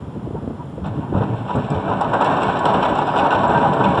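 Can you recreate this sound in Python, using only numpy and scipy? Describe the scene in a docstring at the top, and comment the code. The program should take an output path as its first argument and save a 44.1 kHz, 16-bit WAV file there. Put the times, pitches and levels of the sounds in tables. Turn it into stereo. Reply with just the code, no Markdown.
"""Wind buffets the two ports of a microphone by a harbour, and far across the water single links clank:
a big ship is letting its anchor chain run. The links strike the hawse pipe and the hull booms, then the
chain gathers speed and the blows merge into a roar of ringing steel with a bright rattle on top.
The quays send back a short wash. Faint ticks sound close by, and a far bird whistles over the run."""
import sys
import numpy as np
from scipy import signal
from scipy.fft import rfft, irfft, next_fast_len
from scipy.io import wavfile
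from scipy.ndimage import map_coordinates

SR = 44100
rng = np.random.default_rng(int(sys.argv[2]) if len(sys.argv) > 2 else 0)


def master_out(mix):
    """Clip the mix to full scale and print it as 16-bit PCM to the path in sys.argv[1]."""
    frames = np.transpose(np.atleast_2d(mix))
    ceiling = np.clip(frames, -1, 1)
    pcm = np.round(ceiling * 32767).astype(np.int16)
    wavfile.write(sys.argv[1], SR, pcm)


N = 176400

# Spectra, shape only: freq_hz, level_db
AIR_COLOUR = [(30, -27), (120, 0.5), (250, -3), (450, -6.5), (900, -11.5), (1300, -17), (2000, -22.5),
              (2700, -26), (4000, -32.5), (5200, -38.5), (8000, -41.5), (9500, -41.5), (11000, -49),
              (15000, -57.5)]  # harbour air
TICK_COLOUR = [(3000, -16), (7500, 5), (9500, -1), (11500, -4), (15000, -19.5)]  # close ticks
WIND_COLOUR = [(20, -38.5), (40, -31), (65, -5), (125, -1), (200, -2), (300, -12), (450, -22), (650, -38),
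               (1000, -57.5), (2000, -73), (8000, -120)]  # wind on the ports
KNOCK_COLOUR = [(20, -51), (50, -1), (100, 0.5), (250, 5), (450, -0.5), (700, -7), (950, -22), (1500, -30),
                (3000, -65), (9000, -120)]  # a slap of air
ROAR_COLOUR = [(120, -35), (250, -3.5), (400, -6.5), (500, -7.5), (600, -1), (800, 0), (1000, -2),
               (1250, -11.5), (1600, -6.5), (1780, -6), (1950, -19), (2600, -33.5), (5000, -66.5),
               (10000, -120)]  # body of the running chain
RATTLE_COLOUR = [(1200, -30), (1950, -10), (2250, 4.5), (2650, 2), (3150, -5), (3600, -5.5), (4400, -16),
                 (5100, -26.5), (5600, -20), (6700, -33.5), (8000, -20), (9500, -42), (11000, -57.5),
                 (15000, -58)]  # its bright top
RUMBLE_COLOUR = [(25, -41.5), (55, -11.5), (90, -9.5), (130, 1.5), (200, -5), (300, -3), (450, -16),
                 (900, -27.5), (4000, -120)]  # the hull under the run
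CLANK_COLOUR = [(150, -42), (400, -9.5), (650, -5), (850, -2), (1020, -7), (1200, -6.5), (1600, -11),
                (1950, -15.5), (2600, -56), (5000, -64.5), (10000, -120)]  # a slam on the pipe
CLASH_COLOUR = [(1200, -26), (1950, 0.5), (2500, 9.5), (3150, -1), (3650, 1.5), (4400, -10), (5100, -23.5),
                (5600, -11.5), (6700, -28.5), (8000, -22), (9500, -30), (11000, -56.5), (15000, -54)]  # its bright edge
THUD_COLOUR = [(25, -36), (55, -14.5), (90, -3.5), (125, 3), (170, -5), (250, 2.5), (350, -9.5), (550, -6),
               (900, -25.5), (4000, -120)]  # the jerked hull
SNAP_COLOUR = [(800, -20), (2000, 6), (3500, 11), (5000, 5.5), (6500, -6), (8000, 8.5), (9500, -7),
               (11000, -25), (15000, -27)]  # a link pulled taut

# Resonances: centre_hz, width_hz, height_db
STEEL_MODES = [(121, 3.5, -1.5), (149.7, 10, 3.5), (193.6, 11.2, 11), (254.3, 18, 1.5), (427.4, 20, 10),
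               (570, 20, 4.5), (636, 15, 2.5), (671.4, 13, 3.5), (706, 13, -7), (760, 17, -0.5),
               (976.7, 17, 8.5), (1095, 37, 5), (1510, 64, 4.5), (3306, 160, -8.5)]  # plating and links
PIPE_MODES = [(725, 110, 3.5), (869, 21, 4.5), (948, 61, 4.5), (1581, 63, 6.5)]  # hawse pipe

# Echo off the quays: freq_hz, t60_s
QUAY_DECAY = [(100, 0.43), (1000, 0.13), (4000, 0.55), (10000, 0.097)]
# A far sound at the two ports: freq_hz, left_over_right_db, left_lead_rad
PORT_BALANCE = [(100, -1.9, 0.2), (400, -0.1, 0.2), (600, 0.3, 0.4), (950, 0.0, 0.3), (1250, -4.2, -0.1),
                (1450, -13.5, -1.1), (1650, -5.7, -3.4), (2100, -1.5, -3.0), (2600, 3.1, -3.8),
                (3100, -7.4, -5.1), (3600, 6.0, -8.1), (4200, 5.1, -9.2), (4700, -0.0, -9.1),
                (5300, 3.1, -7.5), (6100, 1.6, -9.3), (6500, -0.3, -9.4), (7100, -0.3, -12.1),
                (7500, 0.2, -12.9), (8300, -0.7, -15.3), (8800, 0.5, -16.1), (9300, 0.4, -18.7),
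                (10300, -0.2, -22.0)]
# A far bird's notes: start_s, length_s, start_hz, end_hz, level_db
BIRD_NOTES = [(3.0, 0.3, 5060, 4830, -50.5), (3.474, 0.018, 7600, 7640, -43)]
# Sharp ticks close by: start_s, level_db
NEAR_TICKS = [(.488, -62), (.498, -66), (.657, -59), (.698, -57.5), (.707, -61), (.718, -61), (.758, -58.5),
              (1.13, -61)]
# Steady buffeting: time_s, relative_db
WIND_LEVELS = [(0, -23), (0.4, -22.5), (0.7, -23), (1.0, -21.5), (1.3, -21.5), (1.6, -24.5), (1.9, -22),
               (2.2, -29.5), (2.5, -22.5), (2.8, -20.5), (3.05, -27), (3.3, -19), (3.6, -19), (3.75, -28),
               (4.0, -23)]
# Eddies hitting the ports: start_s, hold_s, relative_db
WIND_PUFFS = [(0.154, 0.024, -17), (0.231, 0.061, -20.5), (0.324, 0.068, -15.5), (0.406, 0.03, -16.5),
              (0.481, 0.093, -22), (0.762, 0.076, -15), (0.847, 0.052, -15), (0.993, 0.094, -23.5),
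              (1.114, 0.03, -10), (1.162, 0.066, -21), (1.55, 0.032, -25), (2.026, 0.067, -17.5),
              (2.12, 0.036, -17), (2.271, 0.1, -19), (3.169, 0.019, -18.5), (3.377, 0.072, -21),
              (3.522, 0.071, -26), (3.587, 0.071, -25), (3.852, 0.029, -14.5)]
# Dull knocks of air on the microphone: start_s, level_db, left_over_right_db, hold_s
AIR_KNOCKS = [(0.152, -26, 4, 0.019), (0.266, -22, 0, .012), (.306, -20.5, 10, 0.0035),
              (0.343, -21.5, 1.5, 0.015), (0.424, -26, -2, 0.027), (0.476, -12.5, -1, 0.0016),
              (0.498, -24, 7, 0.0044), (0.507, -18, 3, 0.0035), (0.779, -20.5, -5, .009),
              (1.123, -14.5, -6, 0.0072)]
# The hull booming under the heaviest jerks: start_s, thud_db, hold_s, plate_db, pitch_hz
HULL_BOOMS = [(.9, -31, 0.022, -18.5, 109.3), (1.144, -18, 0.039, -15.5, 100),
              (1.189, -20, 0.032, -19, 125), (1.3, -31.5, 0.05, -17.5, 118.2),
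              (1.385, -33.5, .06, -26, 116.3), (1.548, -17.5, 0.039, -18.5, 107.5),
              (1.635, -27.5, .03, -22.5, 125), (1.698, -20, 0.032, -20, 141), (1.75, -20.5, 0.026, -19, 92),
              (1.883, -21, 0.038, -22.5, 110), (3.485, -17, 0.019, -31, 139), (3.65, -34, 0.073, -20, 148),
              (3.797, -18, 0.01, -26.5, 193), (3.858, -26, 0.022, -20, 192.5)]
# Single links ringing out: start_s, level_db, hold_s, pitch_hz
LINK_CLINKS = [(.357, -34.5, 0.018, 910), (0.591, -32.5, 0.023, 970), (1.019, -32, 0.022, 916),
               (1.486, -23.5, 0.049, 976), (1.703, -28.5, 0.025, 2360), (1.831, -28, .006, 2360),
               (1.911, -18.5, 0.019, 1010), (2.011, -22, .015, 823), (2.131, -19.5, 0.027, 973),
               (2.26, -27.5, 0.027, 1033), (2.66, -26.5, 0.016, 745), (2.74, -19.5, 0.017, 870),
               (3.15, -22.5, .022, 727), (3.18, -18.5, 0.031, 804), (3.247, -20, 0.029, 924),
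               (3.315, -21.5, 0.032, 1492), (3.43, -26, .025, 955), (3.546, -16, .035, 1566),
               (3.558, -15.5, 0.028, 935), (3.597, -19, 0.04, 968), (3.645, -20.5, 0.035, 807),
               (3.689, -20.5, 0.035, 980), (3.855, -19.5, 0.019, 973)]
# Single links snapping taut: start_s, level_db
LINK_SNAPS = [(0.864, -42), (1.556, -36), (1.566, -44), (1.703, -33.5), (2.0106, -31), (2.137, -35),
              (2.212, -32.5), (2.245, -31.5), (2.4323, -30), (2.591, -33), (2.6545, -26.5), (2.7345, -35.5),
              (2.825, -41), (2.859, -43.5), (2.894, -42), (2.954, -37), (2.9847, -33.5), (3.069, -38.5),
              (3.157, -40), (3.179, -35.5), (3.319, -44), (3.434, -38), (3.515, -41), (3.734, -33.5),
              (3.974, -43)]
# Links slamming against the hawse pipe: start_s, clank_db, clash_db, hold_s
PIPE_SLAMS = [(0.362, -37, -70, 0.015), (.585, -42.5, -70, 0.042), (0.837, -31.5, -42, 0.046),
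              (1.02, -39, -62, 0.04), (1.133, -26.5, -43.5, 0.071), (1.208, -24.5, -39, 0.033),
              (1.479, -24.5, -36.5, 0.035), (1.548, -26.5, -53, 0.052), (1.706, -27.5, -40.5, 0.041),
              (1.744, -29, -36.5, 0.018), (1.876, -24.5, -38.5, 0.065), (2.005, -17, -31.5, 0.017),
              (2.03, -21, -37.5, 0.027), (2.131, -9.5, -28.5, .015), (2.203, -16.5, -27.5, 0.024),
              (2.248, -20, -26, .018), (2.297, -21, -32.5, 0.044), (2.365, -19.5, -33, 0.0064),
              (2.417, -20, -27, 0.017), (2.479, -19, -33, 0.023), (2.553, -20, -29.5, 0.019),
              (2.653, -13.5, -22.5, 0.011), (2.673, -19, -28.5, 0.033), (2.738, -13, -22, 0.012),
              (2.824, -15, -24.5, 0.013), (2.85, -15, -24.5, 0.0088), (2.88, -18.5, -28.5, 0.013),
              (2.95, -19, -29, 0.0047), (2.973, -17, -32.5, 0.022), (3.015, -15.5, -27.5, 0.0087),
              (3.073, -19.5, -33, 0.017), (3.136, -18.5, -38.5, 0.03), (3.158, -24.5, -28, 0.02),
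              (3.186, -26, -20.5, .016), (3.233, -20, -31.5, .02), (3.257, -18, -30.5, .014),
              (3.303, -18, -27.5, 0.035), (3.342, -23.5, -25.5, 0.018), (3.382, -25, -29.5, 0.012),
              (3.43, -20.5, -33, 0.029), (3.476, -19.5, -34.5, 0.076), (3.55, -21.5, -38, .018),
              (3.574, -22.5, -33.5, 0.03), (3.612, -17.5, -37, 0.022), (3.644, -16.5, -32, 0.025),
              (3.726, -26, -32, 0.0087), (3.798, -21, -36, 0.026), (3.836, -25, -25, 0.02),
              (3.943, -28, -31, 0.015), (3.971, -16, -28, 0.016)]
# The running chain: time_s, roar_db, rattle_db, rumble_db
RUN_LEVELS = [(0, -49.5, -64, -39.5), (.8, -48.5, -72, -39), (.95, -36.5, -52, -30.5),
              (1.12, -37, -51, -28.5), (1.25, -30.5, -43.5, -25.5), (1.44, -33, -44.5, -37),
              (1.55, -31, -39, -28), (1.85, -26, -41.5, -32), (2.11, -23, -38.5, -26.5),
              (2.24, -16, -32, -27), (2.55, -20, -32, -28), (2.8, -18, -33, -25.5),
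              (3.11, -22.5, -34, -27.5), (3.2, -17, -33.5, -29), (3.44, -18, -34.5, -24),
              (3.6, -20, -34, -24), (3.76, -18, -32.5, -27.5), (4, -18, -32.5, -22.5)]

BOOM_RISE_S, BOOM_FALL_S = 0.0043, 0.017
TIME_S = np.arange(N) / SR


def amp(db):
    """Decibels to gain."""
    return 10 ** (np.asarray(db) / 20)


def unit(x):
    """Scale to rms 1."""
    return x / np.sqrt(np.mean(x ** 2) + 1e-20)


def along(rows, hz, column=1):
    """One column of a table over log frequency."""
    columns = np.transpose(rows)
    return np.interp(np.log(hz + 1), np.log(columns[0] + 1), columns[column])


def level(rows, column=1):
    """One dB column of a time table as a gain per sample."""
    columns = np.transpose(rows)
    return amp(np.interp(TIME_S, columns[0], columns[column]))


def wobble(per_s):
    """A smooth random curve with per_s knots a second."""
    return map_coordinates(rng.standard_normal(4096), [TIME_S * per_s], mode="wrap")


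def flutter(shared, shared_db, own_db, per_s):
    """An uneven gain of rms 1: a given random curve plus a wobble of its own."""
    return unit(amp(shared_db * shared + own_db * wobble(per_s)))


def filtered(x, response):
    """x through a complex response of frequency."""
    size = next_fast_len(N + SR // 2)
    return irfft(rfft(x, size) * response(np.fft.rfftfreq(size, 1 / SR)), size)[..., :N]


def ring(x, colour, modes=()):
    """x through a causal body of energy 1 with this colour and these resonances."""
    hz = np.fft.rfftfreq(SR // 2, 1 / SR)
    peaks_db = sum(height / (1 + (2 * (hz - centre) / width) ** 2) for centre, width, height in modes)
    cepstrum = irfft(np.log(amp(along(colour, hz) + peaks_db)))
    half = len(cepstrum) // 2
    cepstrum[1:half] *= 2  # fold to minimum phase
    cepstrum[half:] = 0
    body = irfft(np.exp(rfft(cepstrum)))
    return signal.fftconvolve(x, body / np.linalg.norm(body))[:N]


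def bursts(rows, rise_s, fall_s):
    """Envelope of (start_s, level_db, hold_s) rows: rise, hold, exponential fall."""
    power, t = np.zeros(N + SR), np.arange(SR // 2) / SR
    for start, db, hold in rows:
        rise = np.minimum(t / rise_s, 1)
        fall = np.exp(-np.clip((t - hold) / fall_s, 0, 20))
        power[round(start * SR):][:len(t)] += (amp(db) * rise * fall) ** 2
    return np.sqrt(power[:N])


def ports(x):
    """A far sound reaches the microphone's two ports with different strength and phase."""
    def response(hz):
        tilt = amp(along(PORT_BALANCE, hz, column=1))
        lead = along(PORT_BALANCE, hz, column=2)
        return np.array([tilt * np.exp(.5j * lead), np.exp(-.5j * lead)]) * np.sqrt(2 / (1 + tilt ** 2))
    return filtered(x, response)


def harbour_air(far_db, diffuse_db):
    """Steady hum and hiss, from across the water and from all around."""
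    far, left, right = [ring(rng.standard_normal(N), AIR_COLOUR) for _ in range(3)]
    return amp(far_db) * ports(far) + amp(diffuse_db) * np.array([left, right])


def quay_wash(x):
    """The quays reflect a short wash, unrelated left and right."""
    hz, t, noise = signal.stft(rng.standard_normal((2, SR // 2)), SR, nperseg=256)
    decay = amp(-60 * t / along(QUAY_DECAY, hz)[:, None])
    tail = signal.istft(noise * decay, SR, nperseg=256)[1]
    return signal.fftconvolve(x[None], tail / np.linalg.norm(tail[0]), axes=1)[:, :N]


def bird():
    """A thin falling whistle and a chip, far off."""
    song = np.zeros(N)
    for start, length, start_hz, end_hz, db in BIRD_NOTES:
        progress = np.clip((TIME_S - start) / length, 0, 1)
        phase = 2 * np.pi * np.cumsum(start_hz + (end_hz - start_hz) * progress) / SR
        song += amp(db) * np.sin(np.pi * progress) * np.sin(phase + .5 * wobble(170))
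    return song


def ticks():
    """Tiny dry clicks near the microphone in the lull before the run."""
    envelope = bursts([(start, db, 0) for start, db in NEAR_TICKS], rise_s=0.00022, fall_s=0.0015)
    return ring(envelope * rng.standard_normal(N), TICK_COLOUR)


def wind(steady_db, puff_db, common_db, right_db):
    """Low wind buffeting and puffs, spread very wide, left and right mostly in opposite phase."""
    steady = level(WIND_LEVELS) * flutter(wobble(24), shared_db=0, own_db=-4.5, per_s=47)
    puffs = bursts([(start, db, hold) for start, hold, db in WIND_PUFFS], rise_s=0.01, fall_s=0.0059)
    envelope = np.hypot(amp(steady_db) * steady, amp(puff_db) * puffs)
    side, common = [ring(envelope * rng.standard_normal(N), WIND_COLOUR) for _ in range(2)]
    common *= amp(common_db)
    return np.array([common + side, amp(right_db) * (common - side)])


def air_knocks(push_db):
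    """Small eddies slap each port separately: one push and a short puff."""
    def port(side):
        rows = [(start, db + side * pan / 2, hold) for start, db, pan, hold in AIR_KNOCKS]
        onsets = [round(start * SR) for start, _, _ in rows]
        push = np.bincount(onsets, [amp(db + push_db) for _, db, _ in rows], N)
        puff = bursts(rows, rise_s=0.0016, fall_s=0.0028) * rng.standard_normal(N)
        return ring(puff - push, KNOCK_COLOUR)
    return np.array([port(1), port(-1)])


def hull_plates(waver_rad):
    """Each heavy jerk sets one hull plate humming for a moment."""
    return sum(bursts([(start, db, hold)], BOOM_RISE_S, BOOM_FALL_S)
               * np.sin(2 * np.pi * hz * (TIME_S - start) + waver_rad * wobble(35))
               for start, _, hold, db, hz in HULL_BOOMS)


def clinks(waver_rad):
    """A link struck clear of its neighbours rings at its own pitch, roughened as it scrapes on."""
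    return sum(bursts([(start, db, hold)], rise_s=0.0025, fall_s=0.012)
               * np.sin(2 * np.pi * hz * (TIME_S - start) + waver_rad * wobble(140))
               for start, db, hold, hz in LINK_CLINKS)


def contacts(density, scatter_db, full_run_s=2.2):
    """Random link contacts of uneven strength, denser as the chain speeds up; rms 1."""
    per_s = density * np.interp(TIME_S, [0, full_run_s], [780, 2200])
    hits = rng.random(N) < per_s / SR
    polarity = np.sign(rng.standard_normal(N))
    strength = amp(scatter_db * rng.standard_normal(N))
    return unit(hits * polarity * strength / np.sqrt(per_s))


def anchor_chain():
    """Contacts ring the pipe, the links and the hull; slams and snaps stand out of the steady run."""
    jerks = wobble(48)  # shared by the three layers of the run
    roar = level(RUN_LEVELS, column=1) * flutter(jerks, shared_db=-0.03, own_db=-0.5, per_s=390)
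    roar *= contacts(density=1.5, scatter_db=3)
    rattle = level(RUN_LEVELS, column=2) * flutter(jerks, shared_db=2.3, own_db=0, per_s=56)
    rattle *= contacts(density=2.9, scatter_db=-1)
    rumble = level(RUN_LEVELS, column=3) * flutter(jerks, shared_db=1.2, own_db=-3, per_s=23)
    rumble *= contacts(density=0.9, scatter_db=1.5)

    clank = bursts([(start, db, hold) for start, db, _, hold in PIPE_SLAMS], rise_s=0.0044, fall_s=0.009)
    clank *= contacts(density=1.8, scatter_db=-1)
    clash = bursts([(start, db, hold) for start, _, db, hold in PIPE_SLAMS], rise_s=0.002, fall_s=0.008)
    clash *= contacts(density=1.1, scatter_db=5.5)
    thud = bursts([row[:3] for row in HULL_BOOMS], BOOM_RISE_S, BOOM_FALL_S)
    thud *= contacts(density=0.9, scatter_db=1)
    snap = bursts([(start, db, 0.00075) for start, db in LINK_SNAPS], rise_s=0.0004, fall_s=0.0061)
    snap *= rng.standard_normal(N)

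    layers = [(roar, ROAR_COLOUR), (rattle, RATTLE_COLOUR), (rumble, RUMBLE_COLOUR),
              (clash, CLASH_COLOUR), (thud, THUD_COLOUR)]
    steel = sum(ring(drive, colour, STEEL_MODES) for drive, colour in layers)
    return steel + ring(clank, CLANK_COLOUR, PIPE_MODES) + ring(snap, SNAP_COLOUR)


def scene():
    """Ship and bird from across the harbour, wind and ticks right at the microphone."""
    far = anchor_chain() + hull_plates(waver_rad=0.26) + clinks(waver_rad=0.33) + bird()
    harbour = ports(far) + amp(-14) * quay_wash(far) + harbour_air(far_db=-37.5, diffuse_db=-41.5)
    buffeting = wind(steady_db=-3, puff_db=-1.5, common_db=-10, right_db=1)
    return harbour + buffeting + air_knocks(push_db=14) + ticks()


def record(dry):
    """Softly limit the loudest clanks, fade in and out, and cut the top treble."""
    ceiling, fade_s, top_hz = 0.85, 0.006, 15300
    limited = dry / (1 + (dry / ceiling) ** 8) ** (1 / 8)
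    fade = np.clip(np.minimum(TIME_S, TIME_S[::-1]) / fade_s, 0, 1)
    return filtered(limited * fade, lambda hz: hz < top_hz)


dry = scene()
out = record(dry)
master_out(out)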